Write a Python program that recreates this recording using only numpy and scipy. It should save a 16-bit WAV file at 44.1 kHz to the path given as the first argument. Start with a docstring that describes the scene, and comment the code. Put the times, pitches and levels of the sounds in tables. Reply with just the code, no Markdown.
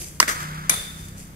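"""Cricket practice in the nets

A cricket bat cracks against a ball on an outdoor pitch; walls and houses throw the crack back.
Half a second later the ball clangs on a steel pole of the net, which rings as its fittings rattle.
The batter's clothes and shoes rustle, and a small engine putters far away over a soft outdoor rumble."""
import sys
import numpy as np
from scipy import signal
from scipy.fft import rfft, irfft
from scipy.io import wavfile

SR = 44100
rng = np.random.default_rng(int(sys.argv[2]) if len(sys.argv) > 2 else 0)


def generate_wav(signal):
    """Clip the signal to [-1, 1] and save it as 16-bit WAV at the path in sys.argv[1]."""
    frames = np.transpose(np.atleast_2d(signal))
    scaled = np.clip(frames, -1, 1) * 32767
    pcm = np.round(scaled).astype(np.int16)
    wavfile.write(sys.argv[1], SR, pcm)


N = 59535
T = np.arange(N) / SR

# Levels in the tables are relative. 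A fade is the time to drop by 60 dB.
# A lead is how much sooner a sound reaches the right ear than the left.
# ringing tones of the willow blade and ball: f/Hz, level/dB, fade/s
BAT_TONES = [(1026.4, -6.5, 0.012), (1314, -9.5, 0.0061), (1882, -8.5, .007), (2070, -12, 0.013),
             (2885, -14, 0.016), (5050, -5, 0.0017), (5890, -5.5, .005)]
# tone colour of the bat's crack: f/Hz, level/dB
CRACK_COLOUR = [(200, -38), (700, -3), (1200, -11), (3600, -4), (5000, 7.5), (6300, 7), (8000, 3.5),
                (12000, -5), (15500, -8)]
# the crack scattered by things nearby: f/Hz, level/dB
SCATTER_COLOUR = [(180, 0.5), (400, -10.5), (850, -8), (1300, 3.5), (2100, -1), (2800, -10), (5000, -6),
                  (9000, -7.5), (15000, -16)]
# separate echoes off the walls: t/s, level/dB, lead/ms
WALL_SLAPS = [(.2282, -0.5, 0.208), (0.2811, -8, -0.41), (0.2909, -16, -0.49)]
# tone colour of a wall echo: f/Hz, level/dB
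WALL_COLOUR = [(200, -4.5), (650, -9), (880, -19), (1300, -1), (2000, 7), (3000, -13), (5000, -19.5),
               (9000, -15.5), (15000, -33)]
# blurred echoes off houses, near to far: t/s, level/dB, rise/s, fade/s
HOUSE_SWELLS = [(0.2755, -17.5, 0.0051, 0.25), (0.288, -24, 0.0041, 0.27), (0.39, -32.5, 0.0077, 0.32)]
# tone colour of the house echoes: f/Hz, level/dB
HOUSE_COLOUR = [(200, -6), (850, -8), (1300, 5.5), (2100, 2), (2800, -10), (6300, -2.5), (9000, -6),
                (15000, -13.5)]
# tone colour of the yard's long echo: f/Hz, level/dB
YARD_COLOUR = [(200, -10.5), (800, -8), (1300, 7.5), (2100, -2), (2800, -8.5), (5000, -11.5), (9000, -13.5),
               (15000, -22.5)]
# the ball meets the pole, then the fittings rattle: t/s, level/dB, lead/ms
STEEL_HITS = [(.6956, -6, -0.36), (.698, -8.5, -0.4), (0.7198, -27, -0.41), (0.7421, -24.5, -0.28)]
# tone colour of a hit on steel: f/Hz, level/dB
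CLANG_COLOUR = [(400, -23.5), (900, -5), (1450, 4), (2350, -13), (3000, -8.5), (5200, -5), (6400, 6.5),
                (7500, -15), (8800, 7), (10500, -3.5), (13000, -4.5), (15500, -17)]
# ringing tones of the pole and net frame: f/Hz, level/dB, rise/s, fade/s
POLE_TONES = [(1050, -35, .012, .14), (1276, -34, .015, .18), (1970, -31, .002, .16),
              (2340, -21, .001, .055), (3520, -40, .085, .6), (3542, -31, .002, .24), (3575, -37, .09, .85),
              (3692, -34, .002, .25), (4090, -31, .001, .14), (6320, -35, .001, .4), (8800, -23, .001, .05),
              (9975, -32, .03, .45), (10062, -28, .001, .38), (10215, -26, .001, .2),
              (10560, -19, .001, .05)]
# tone colour of the rattling frame: f/Hz, level/dB
RATTLE_COLOUR = [(330, -5), (450, 3), (650, 6.5), (1400, 13.5), (2400, 3), (3000, -42), (4000, 10),
                 (9000, -11), (15000, -4)]
# tone colour of the clang's echo: f/Hz, level/dB
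POLE_ECHO_COLOUR = [(250, -0.5), (450, 1.5), (900, -1.5), (1500, 5.5), (2300, 5), (3000, -1), (3700, 6),
                    (5000, 1), (6500, 2.5), (10200, 3.5), (11500, -2), (15000, -4.5)]
# brushes of clothes and shoes: t/s, level/dB, rise/s, fade/s
RUSTLE_SWELLS = [(0, -32, 0.00087, 0.55), (0.429, -36, 0.0022, 0.03), (0.953, -43.5, 0.031, 0.62),
                 (1.03, -53, 0.024, 0.42), (1.083, -42.5, 0.0026, 0.03), (1.159, -45, 0.023, 0.23),
                 (1.191, -49, 0.0089, 0.78)]
# tone colour of the rustling: f/Hz, level/dB
RUSTLE_COLOUR = [(300, 10), (1000, -11), (2300, 1.5), (3600, -5), (6500, 6.5), (9000, 5.5), (12000, 1.5),
                 (15000, -11.5)]
# how often the engine fires: t/s, f/Hz
FIRING_RATE = [(.3, 30), (.45, 30.5), (.9, 32), (1.18, 32), (1.35, 33)]
# tones of the exhaust: multiple of the firing rate, level/dB
ENGINE_TONES = [(1, -27), (2, -14.5), (3, -10), (4, -20), (5, -4), (6, -9), (7, -25.5), (8, -24.5),
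                (9, -30), (11, -22.5)]
# loudness of the exhaust tones from the fifth multiple up: t/s, level/dB
ENGINE_UPPER_LEVEL = [(0, -44), (.3, -47), (.42, -36.5), (.62, -34.5), (.72, -39), (.8, -46.5),
                      (.95, -41.5), (1.15, -40.5), (1.35, -44.5)]
# loudness of the lower exhaust tones: t/s, level/dB
ENGINE_BASS_LEVEL = [(0, -47), (.65, -40.5), (.85, -39), (1.1, -34.5), (1.35, -42)]
# tone colour of the outdoor background: f/Hz, level/dB
AIR_COLOUR = [(25, 4.5), (60, 6), (110, 0), (200, -2), (350, -12), (800, -17.5), (2000, -19.5),
              (4000, -27.5), (9000, -27), (15000, -28)]
# how alike the ears hear sound from all around: f/Hz, likeness (1 same, -1 opposite)
EAR_LIKENESS = [(60, 0.95), (200, 0.85), (500, 0.73), (1200, -0.43), (2500, 0.15), (6000, -0.0056)]

BAT_HIT_S, BAT_LEAD_MS = .2005, 0.072


def bat():
    """The ball strikes with a bright crack, and the wooden blade gives a short knock."""
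    burst = noise(CRACK_COLOUR, direct=.9, lead_ms=BAT_LEAD_MS)
    crack = from_db(-1) * envelope(BAT_HIT_S, .0001, 0.015, hold=0.0012) * burst
    return crack + np.array([blade_knock(BAT_HIT_S + BAT_LEAD_MS / 1000), blade_knock(BAT_HIT_S)])


def blade_knock(start):
    """Each tone builds up over 1.4 cycles, holds while the blade flexes, then dies away."""
    return sum(from_db(db) * envelope(start, 1.4 / hz, fade, hold=0.00325)
               * np.sin(2 * np.pi * hz * (T - start)) for hz, db, fade in BAT_TONES)


def bat_echoes():
    """The crack bounces off nearby things, walls and houses, then lingers in the yard."""
    near = from_db(-19.5) * envelope(BAT_HIT_S, 0.0021, 0.23, hold=0.0026) * noise(SCATTER_COLOUR)
    walls = 0
    for start, db, lead in WALL_SLAPS:
        smear = envelope(start, 0.00032, 0.053) * noise(WALL_COLOUR, direct=0.73, lead_ms=lead)
        walls += from_db(db) * (click(WALL_COLOUR, start, lead) + from_db(-16) * smear)
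    house_noise = noise(HOUSE_COLOUR, direct=0.24, lead_ms=-0.355)
    houses = from_db(-4) * swells(HOUSE_SWELLS) * house_noise * pan(1.5)
    yard_noise = noise(YARD_COLOUR, direct=0.69, lead_ms=0.427)
    yard = from_db(-32) * envelope(0.23, 0.055, 1.98, hold=0.096) * yard_noise
    return walls + (near + houses + yard) * from_db(1.5 * drift(161))


def pole():
    """The ball clangs on steel: the pole rings, the net frame rattles and the yard echoes."""
    hits = 0
    for start, db, lead in STEEL_HITS:
        burst = noise(CLANG_COLOUR, direct=0.57, lead_ms=lead)
        burst *= envelope(start, 0.00033, 0.014, hold=0.0007)
        hits += from_db(db) * (from_db(10) * click(CLANG_COLOUR, start, lead) + burst)
    start, _, lead = STEEL_HITS[0]
    rattle = from_db(-31) * envelope(start, 0.015, 0.045, hold=0.031) * noise(RATTLE_COLOUR)
    rattle *= from_db(1.5 * drift(250))
    near = from_db(-24) * envelope(start, 0.0048, 0.41)
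    near = near * noise(POLE_ECHO_COLOUR, direct=0.25, lead_ms=lead)
    far = from_db(-34) * envelope(start, 0.022, 0.97, hold=0.074) * noise(POLE_ECHO_COLOUR)
    return (hits + from_db(3) * pole_ring(start) + rattle + near) * pan(2) + far


def pole_ring(start):
    """Each tone of the steel reaches each ear by many paths, so it wavers as it dies."""
    ring = np.zeros((2, N))
    for hz, db, rise, fade in POLE_TONES:
        # complex numbers let both the strength and the timing of the wave wander
        paths = np.array([.5 + .6 * (drift(90) + 1j * drift(90)) for _ in range(2)])
        tone = np.exp(2j * np.pi * (hz * T + rng.random((2, 1))))
        ring += from_db(db) * envelope(start, rise, fade) * np.real(paths * tone)
    return ring


def batter():
    """Cloth and soles brush in short, grainy swells."""
    grain = from_db(2.1 * drift(410))
    return swells(RUSTLE_SWELLS) * grain * noise(RUSTLE_COLOUR, direct=0.2, lead_ms=0.066) * pan(0.91)


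def engine():
    """Soft exhaust puffs slowly speed up; tones near five times their rate ring in the silencer."""
    firings = np.cumsum(np.interp(T, *np.transpose(FIRING_RATE))) / SR
    upper_db = np.interp(T, *np.transpose(ENGINE_UPPER_LEVEL))
    bass_db = np.interp(T, *np.transpose(ENGINE_BASS_LEVEL))
    exhaust = 0
    for multiple, db in ENGINE_TONES:
        level_db = db + (bass_db if multiple < 5 else upper_db) + 2.5 * drift(7.92)
        stagger = np.pi * multiple ** 2 / 20  # the tones peak apart, which softens each puff
        exhaust += from_db(level_db) * np.cos(2 * np.pi * multiple * firings + stagger)
    return np.sqrt(2) * exhaust


def outdoor_air():
    """A faint, steady rumble comes from all around."""
    return from_db(-43) * noise(AIR_COLOUR)


def from_db(db):
    """Turn decibels into a number to multiply a sound by."""
    return 10 ** (np.asarray(db) / 20)


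def at_hz(table, hz):
    """Read between a table's rows, giving every octave the same width."""
    row_hz, value = np.transpose(table)
    return np.interp(np.log(hz + 1e-9), np.log(row_hz), value)


def colour_gain(colour, hz):
    """Strength of each frequency; below the table's first row it falls 16 dB an octave."""
    octaves_below = np.maximum(-np.log2(hz / colour[0][0]), 0)
    return from_db(at_hz(colour, hz) - 16 * octaves_below)


def envelope(start, rise, fade, hold=0):
    """Loudness over time: a straight rise, a hold, then a fade (all in seconds)."""
    age = T - start
    return np.clip(age / rise, 0, 1) * np.exp(-np.log(1000) * np.maximum(age - rise - hold, 0) / fade)


def swells(table):
    """Add several rises and fades into one loudness curve."""
    return sum(from_db(db) * envelope(start, rise, fade) for start, db, rise, fade in table)


def drift(per_s):
    """A random wobble, roughly 1 either way, with per_s new values a second."""
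    return np.interp(T * per_s, np.arange(N), rng.standard_normal(N))


def pan(left_db):
    """Make the left ear louder than the right by left_db."""
    return from_db(np.array([[left_db], [-left_db]]) / 2)


def noise(colour, direct=0, lead_ms=0):
    """Stereo noise of strength 1: the direct share comes from one side, the rest from all around."""
    hz = np.arange(1, N // 2 + 2) * SR / N
    mid, side, beam = rfft(rng.standard_normal((3, N)))
    alike = at_hz(EAR_LIKENESS, hz)
    ears = np.array([[1], [-1]])
    around = np.sqrt((1 + alike) / 2) * mid + ears * np.sqrt((1 - alike) / 2) * side
    beam = beam * np.exp(-1j * np.pi * hz * ears * lead_ms / 1000)
    sound = irfft((np.sqrt(1 - direct) * around + np.sqrt(direct) * beam) * colour_gain(colour, hz), N)
    return sound / np.sqrt(np.mean(sound ** 2))


def click(colour, start, lead_ms):
    """A sharp click of height 1 that reaches the two ears a little apart."""
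    hz = np.arange(1, N // 2 + 2) * SR / N
    # folding the cepstrum (the log spectrum, taken back to time) stops sound coming before the hit
    cepstrum = irfft(np.log(colour_gain(colour, hz)), N)
    cepstrum[1:N // 2 + 1] *= 2
    cepstrum[N // 2 + 1:] = 0
    spectrum = np.exp(rfft(cepstrum))
    arrival = start + np.array([[lead_ms / 1000], [0]])
    delay = np.exp(-2j * np.pi * np.arange(len(hz)) * SR / N * arrival)
    return irfft(spectrum * delay, N) / np.abs(irfft(spectrum, N)).max()


def close_reflection(sound, delay_s=.00073, from_hz=3000):
    """A bounce right beside the microphone cuts evenly spaced dips into the treble."""
    hz = np.arange(N // 2 + 1) * SR / N
    share = .35 * hz ** 4 / (hz ** 4 + from_hz ** 4)
    bounce = share * np.exp(-2j * np.pi * hz * delay_s)
    return irfft(rfft(sound) * (1 - bounce) / np.sqrt(1 + share ** 2), N)


def scene():
    """Mix the bat and the engine with the sounds that also bounce beside the microphone."""
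    return bat() + close_reflection(bat_echoes() + pole() + batter() + outdoor_air()) + engine()


def record(dry, ceiling=1.05, cutoff_hz=15600):
    """The loudest peaks overload the microphone, and the highest treble is cut away."""
    squashed = ceiling * np.tanh(dry / ceiling)
    return signal.sosfilt(signal.ellip(12, .2, 80, cutoff_hz, fs=SR, output="sos"), squashed)


dry = scene()
out = record(dry)
generate_wav(out)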